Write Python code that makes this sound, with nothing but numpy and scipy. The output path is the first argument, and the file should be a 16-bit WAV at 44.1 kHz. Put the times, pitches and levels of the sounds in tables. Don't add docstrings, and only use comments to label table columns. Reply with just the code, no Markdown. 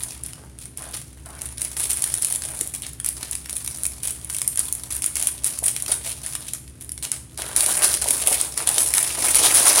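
import sys
import numpy as np
from scipy import signal
from scipy.fft import rfft, irfft
from scipy.io import wavfile
from scipy.ndimage import uniform_filter1d

SR = 44100
rng = np.random.default_rng(int(sys.argv[2]) if len(sys.argv) > 2 else 0)


def waveform_to_disk(signal):
    frames = np.transpose(np.atleast_2d(signal))
    scaled = np.clip(frames, -1, 1) * 32767
    samples = np.round(scaled).astype(np.int16)
    wavfile.write(sys.argv[1], SR, samples)


N = 432180
TIME = np.arange(N) / SR


def undb(db):
    return 10 ** (np.asarray(db) / 20)


def unit(x):
    return x / np.sqrt(np.mean(x ** 2))


def colour(x, points, size=1024):
    hz, db = np.transpose(points)
    bin_hz = np.maximum(np.fft.rfftfreq(size, 1 / SR), 1)
    gain = undb(np.interp(np.log(bin_hz), np.log(hz), db))
    cepstrum = irfft(np.log(gain))
    cepstrum[1:size // 2] *= 2
    cepstrum[size // 2 + 1:] = 0
    response = irfft(np.exp(rfft(cepstrum)))
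    return signal.oaconvolve(x, response / np.linalg.norm(response))[:len(x)]


def add(track, s, sound):
    start = int(np.clip(round(s * SR), 0, N - 1))
    track[start:start + len(sound)] += sound[:N - start]


def walk(rate):
    hold = int(SR / rate)
    steps = np.repeat(rng.standard_normal(N // hold + 1), hold)[:N]
    return 1.66 * uniform_filter1d(steps, hold)


def burst(x, db):
    return x * undb(db) * np.sqrt(SR / 1000 / np.sum(x ** 2))


def impacts(rate, spread_db):
    happens = rng.random(N) < rate / SR
    strength_db = spread_db * np.minimum(rng.exponential(size=N), 3.3)
    return happens * undb(strength_db) ** 2


def grains(energy, decay_s, even_s):
    power = signal.lfilter([1], [1, -np.exp(-2 / (decay_s * SR))], energy + 1e-9)
    mean = uniform_filter1d(power, int(even_s * SR))
    mean = uniform_filter1d(mean, int(even_s * SR / 2))
    return np.sqrt(power / np.maximum(mean, 1e-9)) * rng.standard_normal(N)


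def flexing(x, depth_db, rate, count=9):
    bin_hz = np.fft.rfftfreq(N, 1 / SR)
    place = np.interp(np.log(bin_hz + 1), np.log([300, 8000]), [0, count - 1])
    spectrum, out = rfft(x), 0
    for band in range(count):
        share = np.maximum(1 - np.abs(place - band), 0)
        out = out + irfft(spectrum * share, N) * unit(undb(depth_db * walk(rate)))
    return out


# frequency in Hz, relative level in dB.
RUMBLE_COLOUR = [(24, -40.5), (40, -26), (54, -3), (66, 5.5), (78, -1.5), (100, -5), (145, -1.5),
                 (185, -13), (300, -16.5), (380, -16.5), (550, -25), (1000, -31), (3000, -34),
                 (16000, -48.5)]
# pitch in Hz, rms level at the microphone in dB.
HUM_TONES = [(64.6, -50.5), (119.9, -52.5), (204.6, -64.5), (258.4, -57.5), (323.0, -61)]


def background(noise_db=-45.5, waver=0.56):
    rumble = unit(colour(rng.standard_normal(N), RUMBLE_COLOUR, size=16384)) * undb(noise_db)
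    hum = np.zeros(N)
    for hz, db in HUM_TONES:
        hum += np.sqrt(2) * undb(db) * np.sin(2 * np.pi * hz * TIME + waver * walk(3))
    return rumble + hum


ATTACK_S, SAG_DB_PER_S, RELEASE_S = 0.007, 7, 0.023


def movements(rows, column, attack_s=ATTACK_S):
    power, t = np.zeros(N), np.arange(SR // 2) / SR
    for row in rows:
        start, length = row[:2]
        swell = np.minimum(t / attack_s, 1)
        release = np.exp(-np.maximum(t - length, 0) / RELEASE_S)
        level_db = row[column] - SAG_DB_PER_S * (t - length / 2)
        add(power, start, (swell * release * undb(level_db)) ** 2)
    return power


# start in seconds, length in seconds, nominal film rustle in dB, nominal fine crackle in dB.
FINGER_SQUEEZES = [(0.0, 0.047, -49, -43), (0.07, 0.11, -49.5, -55.5), (0.24, 0.085, -51, -65),
                   (0.588, 0.073, -51, -54.5), (0.765, 0.25, -48.5, -52.5), (0.932, 0.029, -38.5, -44),
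                   (1.25, 0.21, -60, -65), (1.41, 0.063, -49, -48), (1.595, 0.052, -42.5, -44),
                   (1.76, 0.096, -38, -36), (1.89, 0.04, -37.5, -33), (1.96, 0.23, -43, -43.5),
                   (2.21, .15, -42, -39.5), (2.43, 0.22, -47, -45.5), (2.735, 0.02, -42, -39.5),
                   (2.82, 0.054, -44.5, -55), (3.045, 0.042, -43, -52), (3.16, 0.17, -46, -52.5),
                   (3.49, 0.17, -48, -44), (3.67, 0.19, -48.5, -47), (3.83, 0.042, -52, -44),
                   (4.025, 0.084, -43.5, -39), (4.29, 0.13, -47.5, -40.5), (4.57, 0.033, -39, -45),
                   (4.63, 0.054, -46, -45), (4.9, .07, -42, -38.5), (5.02, .05, -43, -44),
                   (5.155, .13, -39.5, -40.5), (5.432, 0.051, -39.5, -33.5), (5.49, 0.079, -43, -52),
                   (5.625, 0.077, -39.5, -34), (5.745, 0.14, -48, -49.5), (5.875, 0.05, -37, -40),
                   (5.912, 0.013, -36.5, -31.5), (6.04, 0.077, -38.5, -42), (6.226, .14, -45, -47.5),
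                   (6.41, 0.09, -47, -53), (6.53, 0.025, -44.5, -50), (6.8, 0.022, -49, -46.5),
                   (7.025, 0.027, -38.5, -44), (7.11, 0.053, -43, -52)]
# start in seconds, length in seconds, nominal film rustle in dB, nominal fine crackle in dB.
BAG_SHAKES = [(7.379, 0.2, -41.5, -48.5), (7.56, 0.075, -32, -32), (7.653, 0.23, -34.5, -33.5),
              (7.815, 0.04, -27.5, -27.5), (7.888, 0.076, -33, -35), (8.009, 0.3, -36, -37),
              (8.268, .08, -34, -31.5), (8.365, 0.095, -36.5, -47), (8.567, 0.073, -36.5, -42.5),
              (8.666, 0.16, -37, -36), (8.774, 0.1, -37.5, -30.5), (8.941, 0.06, -34.5, -29.5),
              (9.01, 0.073, -37, -40), (9.17, 0.1, -33.5, -36.5), (9.239, 0.053, -30.5, -31.5),
              (9.349, 0.066, -28, -31.5), (9.424, 0.05, -23, -29), (9.494, 0.081, -30.5, -44),
              (9.544, 0.054, -27, -26.5), (9.647, 0.046, -23, -25), (9.765, 0.033, -25.5, -25)]
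# time in seconds, nominal level of the film's faint rustle in dB.
RESTING_GRIP = [(0, -45.5), (.55, -69), (1.2, -59), (1.8, -46.5), (2.6, -51), (2.95, -58.5), (3.2, -53.5),
                (4.5, -51), (6.4, -50), (6.7, -65), (7.3, -60.5), (7.6, -49), (8.5, -45), (9.1, -37.5),
                (9.8, -26)]
CRACKLE_IN_GRIP_DB = -5
SLACK_DB, NOODLES_DB = -9, -5


def handling():
    squeeze = movements(FINGER_SQUEEZES, column=2)
    shake = movements(BAG_SHAKES, column=2)
    crackle = movements(FINGER_SQUEEZES + BAG_SHAKES, column=-1)
    grip = undb(np.interp(TIME, *np.transpose(RESTING_GRIP))) ** 2
    fine = crackle + grip * undb(CRACKLE_IN_GRIP_DB) ** 2
    film = squeeze + shake + grip
    low = squeeze * undb(SLACK_DB) ** 2 + (shake + grip) * undb(NOODLES_DB) ** 2
    return 10 * np.log10([fine, film, low])


# frequency in Hz, relative level in dB.
TICK_COLOUR = [(2000, -85), (5000, -9), (7500, -2.5), (9500, 0.5), (12000, -2.5), (16000, -4.5)]
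# frequency in Hz, relative level in dB.
FILM_COLOUR = [(500, -12.5), (1200, -3), (2200, 0.5), (3400, 1), (5500, -0.5), (7000, -3), (10000, -10.5),
               (16000, -5)]
# frequency in Hz, relative level in dB.
NOODLE_COLOUR = [(120, -23), (250, -2), (350, 6.5), (480, 5), (650, 7.5), (950, 4), (1500, 0), (2300, -4.5),
                 (5000, -20)]


def crinkle():
    fine_db, film_db, rattle_db = handling()
    effort = np.clip((film_db + 63.5) / 38, 0, 1)
    creases = impacts(rate=140 + 2200 * effort ** 3, spread_db=4.5)
    crumbs = impacts(rate=590, spread_db=2.5)
    ticks = grains(creases, decay_s=0.00038, even_s=0.1)
    rings = grains(creases, decay_s=0.0049, even_s=0.068)
    rattles = grains(creases + crumbs, decay_s=0.0043, even_s=0.034)
    fine = colour(ticks, TICK_COLOUR) * undb(fine_db - 0.9)
    film = colour(rings, FILM_COLOUR) * undb(film_db + 1.1)
    rattle = colour(rattles, NOODLE_COLOUR) * undb(rattle_db + 0.3)
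    return fine + flexing(film + rattle, depth_db=2.0, rate=40)


# time in seconds, nominal level of the tick in dB,
# nominal level of the film's ring in dB, both as energy in 1 ms.
FOLD_SNAPS = [(0.0344, -25, -35), (0.236, -29, -43), (0.2623, -30, -39), (0.3334, -42, -33.5),
              (0.5877, -38.5, -39), (0.774, -28.5, -42), (1.418, -27, -31), (1.4567, -31, -41),
              (1.5812, -31, -31), (1.6179, -22, -25), (1.6487, -25, -33), (1.7677, -38, -25.5),
              (1.838, -25, -30), (1.907, -22, -29), (2.022, -19.5, -28), (2.0406, -16.5, -21),
              (2.1405, -19, -25.5), (2.223, -18.5, -31), (2.247, -19, -21.5), (2.3244, -20.5, -27),
              (2.3586, -22, -25.5), (2.4207, -32, -26.5), (2.6106, -17.5, -25), (2.6745, -28.5, -40),
              (2.821, -31, -34.5), (2.866, -37, -28.5), (2.933, -35, -45), (3.0005, -30, -29.5),
              (3.0456, -23, -29), (3.062, -18, -43), (3.0886, -19.5, -37), (3.2298, -32, -23.5),
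              (3.3118, -23, -49), (3.3302, -33, -27), (3.353, -25.5, -29), (3.4585, -43, -29),
              (3.4954, -28.5, -28), (3.5546, -30, -45), (3.5665, -24.5, -29), (3.6763, -28, -23),
              (3.7734, -32.5, -42), (3.8343, -22.5, -32), (3.8539, -24, -25), (3.8654, -21, -40),
              (4.0325, -23.5, -44), (4.074, -21, -28), (4.107, -25.5, -34), (4.2464, -31, -42),
              (4.2993, -29, -26.5), (4.3472, -26, -28), (4.385, -26, -26.5), (4.417, -20.5, -20.5),
              (4.4775, -15.5, -29), (4.558, -27, -35), (4.5742, -22, -27), (4.5927, -15, -31),
              (4.7256, -17.5, -35), (4.7515, -26, -43), (4.8354, -30, -31), (4.9153, -36, -30),
              (5.0212, -21, -29), (5.0421, -22, -22.5), (5.062, -17.5, -39), (5.1556, -22, -26.5),
              (5.1677, -27, -24), (5.2258, -19, -23), (5.2714, -14.5, -23), (5.4442, -16.5, -26),
              (5.5887, -23.5, -37), (5.6406, -21.5, -30), (5.6627, -19, -29.5), (5.6816, -19.5, -22.5),
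              (5.764, -25.5, -22.5), (5.8233, -23, -37), (5.862, -37, -25), (5.9214, -26, -34),
              (6.263, -27.5, -31), (6.3527, -26.5, -25.5), (6.4832, -35, -31), (6.535, -22.5, -27.5),
              (6.678, -45, -41.5), (6.893, -33, -36), (6.919, -28.5, -40), (6.9779, -34, -32.5),
              (7.0261, -42, -23.5), (7.051, -31, -24.5), (7.117, -20, -23), (7.376, -31, -30.5),
              (7.4194, -26, -23.5), (7.563, -13.5, -17), (7.607, -15, -17), (7.662, -20, -19),
              (7.724, -23, -33), (7.844, -16, -19), (7.9408, -19.5, -17), (8.0215, -23, -28),
              (8.086, -19, -20), (8.1072, -11, -19.5), (8.2727, -11.5, -16.5), (8.327, -19, -20),
              (8.413, -15.5, -22), (8.5765, -20.5, -20), (8.6734, -17, -17), (8.69, -15, -19),
              (8.7817, -19, -12), (8.8616, -28, -26), (8.9386, -14, -15), (8.981, -13.5, -15),
              (9.0286, -14.5, -39), (9.3465, -14, -15), (9.3545, -13, -21), (9.759, -19, -20)]


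def snaps(tick_s=0.0019, flutter=0.19, ring_s=0.0018, facets=0.22, tick_db=-1, ring_db=0, count=6, size=512):
    ticks, rings = np.zeros(N), np.zeros(N)
    t = np.arange(size) / SR
    for s, sharp_db, film_db in FOLD_SNAPS:
        tick = flutter * rng.standard_normal(size) * np.exp(-t / tick_s)
        tick[0] = 1
        facet_hz = rng.uniform(1716, 7650, (count, 1))
        tones = np.sin(2 * np.pi * facet_hz * t).sum(axis=0)
        ring = facets * tones + rng.standard_normal(size)
        add(ticks, s, burst(tick, sharp_db + tick_db))
        add(rings, s, burst(ring * np.exp(-t / ring_s), film_db + ring_db))
    return colour(ticks, TICK_COLOUR) + colour(rings, FILM_COLOUR)


# start in seconds, length in seconds, nominal level in dB.
BAG_SLIDES = [(0.33, 0.12, -51.5), (0.774, 0.13, -46), (1.249, 0.2, -47), (2.436, 0.18, -50.5),
              (5.62, 0.052, -46), (5.893, 0.052, -45), (7.027, 0.033, -49), (7.37, .17, -42),
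              (7.66, 0.25, -39), (8.275, .06, -45), (8.662, .05, -37), (9.42, 0.072, -36),
              (9.64, 0.077, -30)]
# frequency in Hz, relative level in dB.
SWISH_COLOUR = [(150, -29), (400, -2.5), (700, 2.5), (1100, -2), (1600, -2.5), (2500, -11), (4200, -18.5),
                (8000, -25)]


def slides(attack_s=0.02):
    scrapes = grains(impacts(rate=450, spread_db=3.5), decay_s=0.0037, even_s=0.05)
    swish = flexing(colour(scrapes, SWISH_COLOUR), depth_db=2.0, rate=30)
    return swish * np.sqrt(movements(BAG_SLIDES, 2, attack_s))


# time in seconds, nominal peak level in dB, central pitch in Hz.
LUMP_KNOCKS = [(2.609, -32, 357), (3.228, -38, 334), (5.624, -28.5, 590), (5.892, -29.5, 568),
               (7.687, -23, 930), (7.815, -20, 1236), (8.059, -21.5, 725), (8.279, -23.5, 636),
               (8.315, -21, 663), (8.603, -23.5, 1310), (8.772, -28, 540)]


def knocks(decay_s=0.0074, octaves=0.66, knock_db=1, count=14, size=4096):
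    out, t = np.zeros(N), np.arange(size) / SR
    place = np.linspace(-1, 1, count)[:, None]
    for s, db, hz in LUMP_KNOCKS:
        mode_hz = hz * 2 ** (octaves * place + 0.029 * rng.standard_normal((count, 1)))
        weight = rng.choice([-1, 1], (count, 1)) * np.exp(-place ** 2)
        modes = (weight * np.sin(2 * np.pi * mode_hz * t)).sum(axis=0)
        knock = modes * np.exp(-t / decay_s)
        add(out, s, knock / np.abs(knock).max() * undb(db + knock_db))
    return out


# delay in seconds, level relative to the direct sound in dB.
NEAR_ECHOES = [(.0032, -20), (.0069, -19.5), (.0087, -29.5), (0.0096, -16)]


def room(x, t60_s=0.39, tail_db=-8, build_s=0.0055, drift=1.69, count=3, size=20000):
    t = np.arange(size) / SR
    near = np.zeros(size)
    near[0] = 1
    for delay, db in NEAR_ECHOES:
        near[int(delay * SR)] += undb(db)
    out = signal.oaconvolve(x, near)[:N]
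    facing = np.array([walk(drift) for _ in range(count)])
    for share in facing / np.linalg.norm(facing, axis=0):
        decay = np.exp(-np.log(1000) * t / t60_s)
        tail = rng.standard_normal(size) * decay * (1 - np.exp(-t / build_s))
        tail = tail / np.linalg.norm(tail)
        out = out + signal.oaconvolve(x * share, tail)[:N] * undb(tail_db)
    return out


def scene():
    bag = crinkle() + snaps() + slides() + knocks()
    return (room(bag) + background())[None]


def record(dry, ring_hz=9800, width_hz=1200, top_hz=16000):
    f = np.fft.rfftfreq(N, 1 / SR)
    port = 1 / (1 - (f / ring_hz) ** 2 + 1j * f * width_hz / ring_hz ** 2)
    heard = irfft(rfft(dry) * port, N)
    rounded = heard / (1 + (heard / 0.9) ** 4) ** 0.25
    top_cut = signal.ellip(10, 0.2, 80, top_hz, fs=SR, output="sos")
    return signal.sosfilt(top_cut, rounded)


dry = scene()
out = record(dry)
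waveform_to_disk(out)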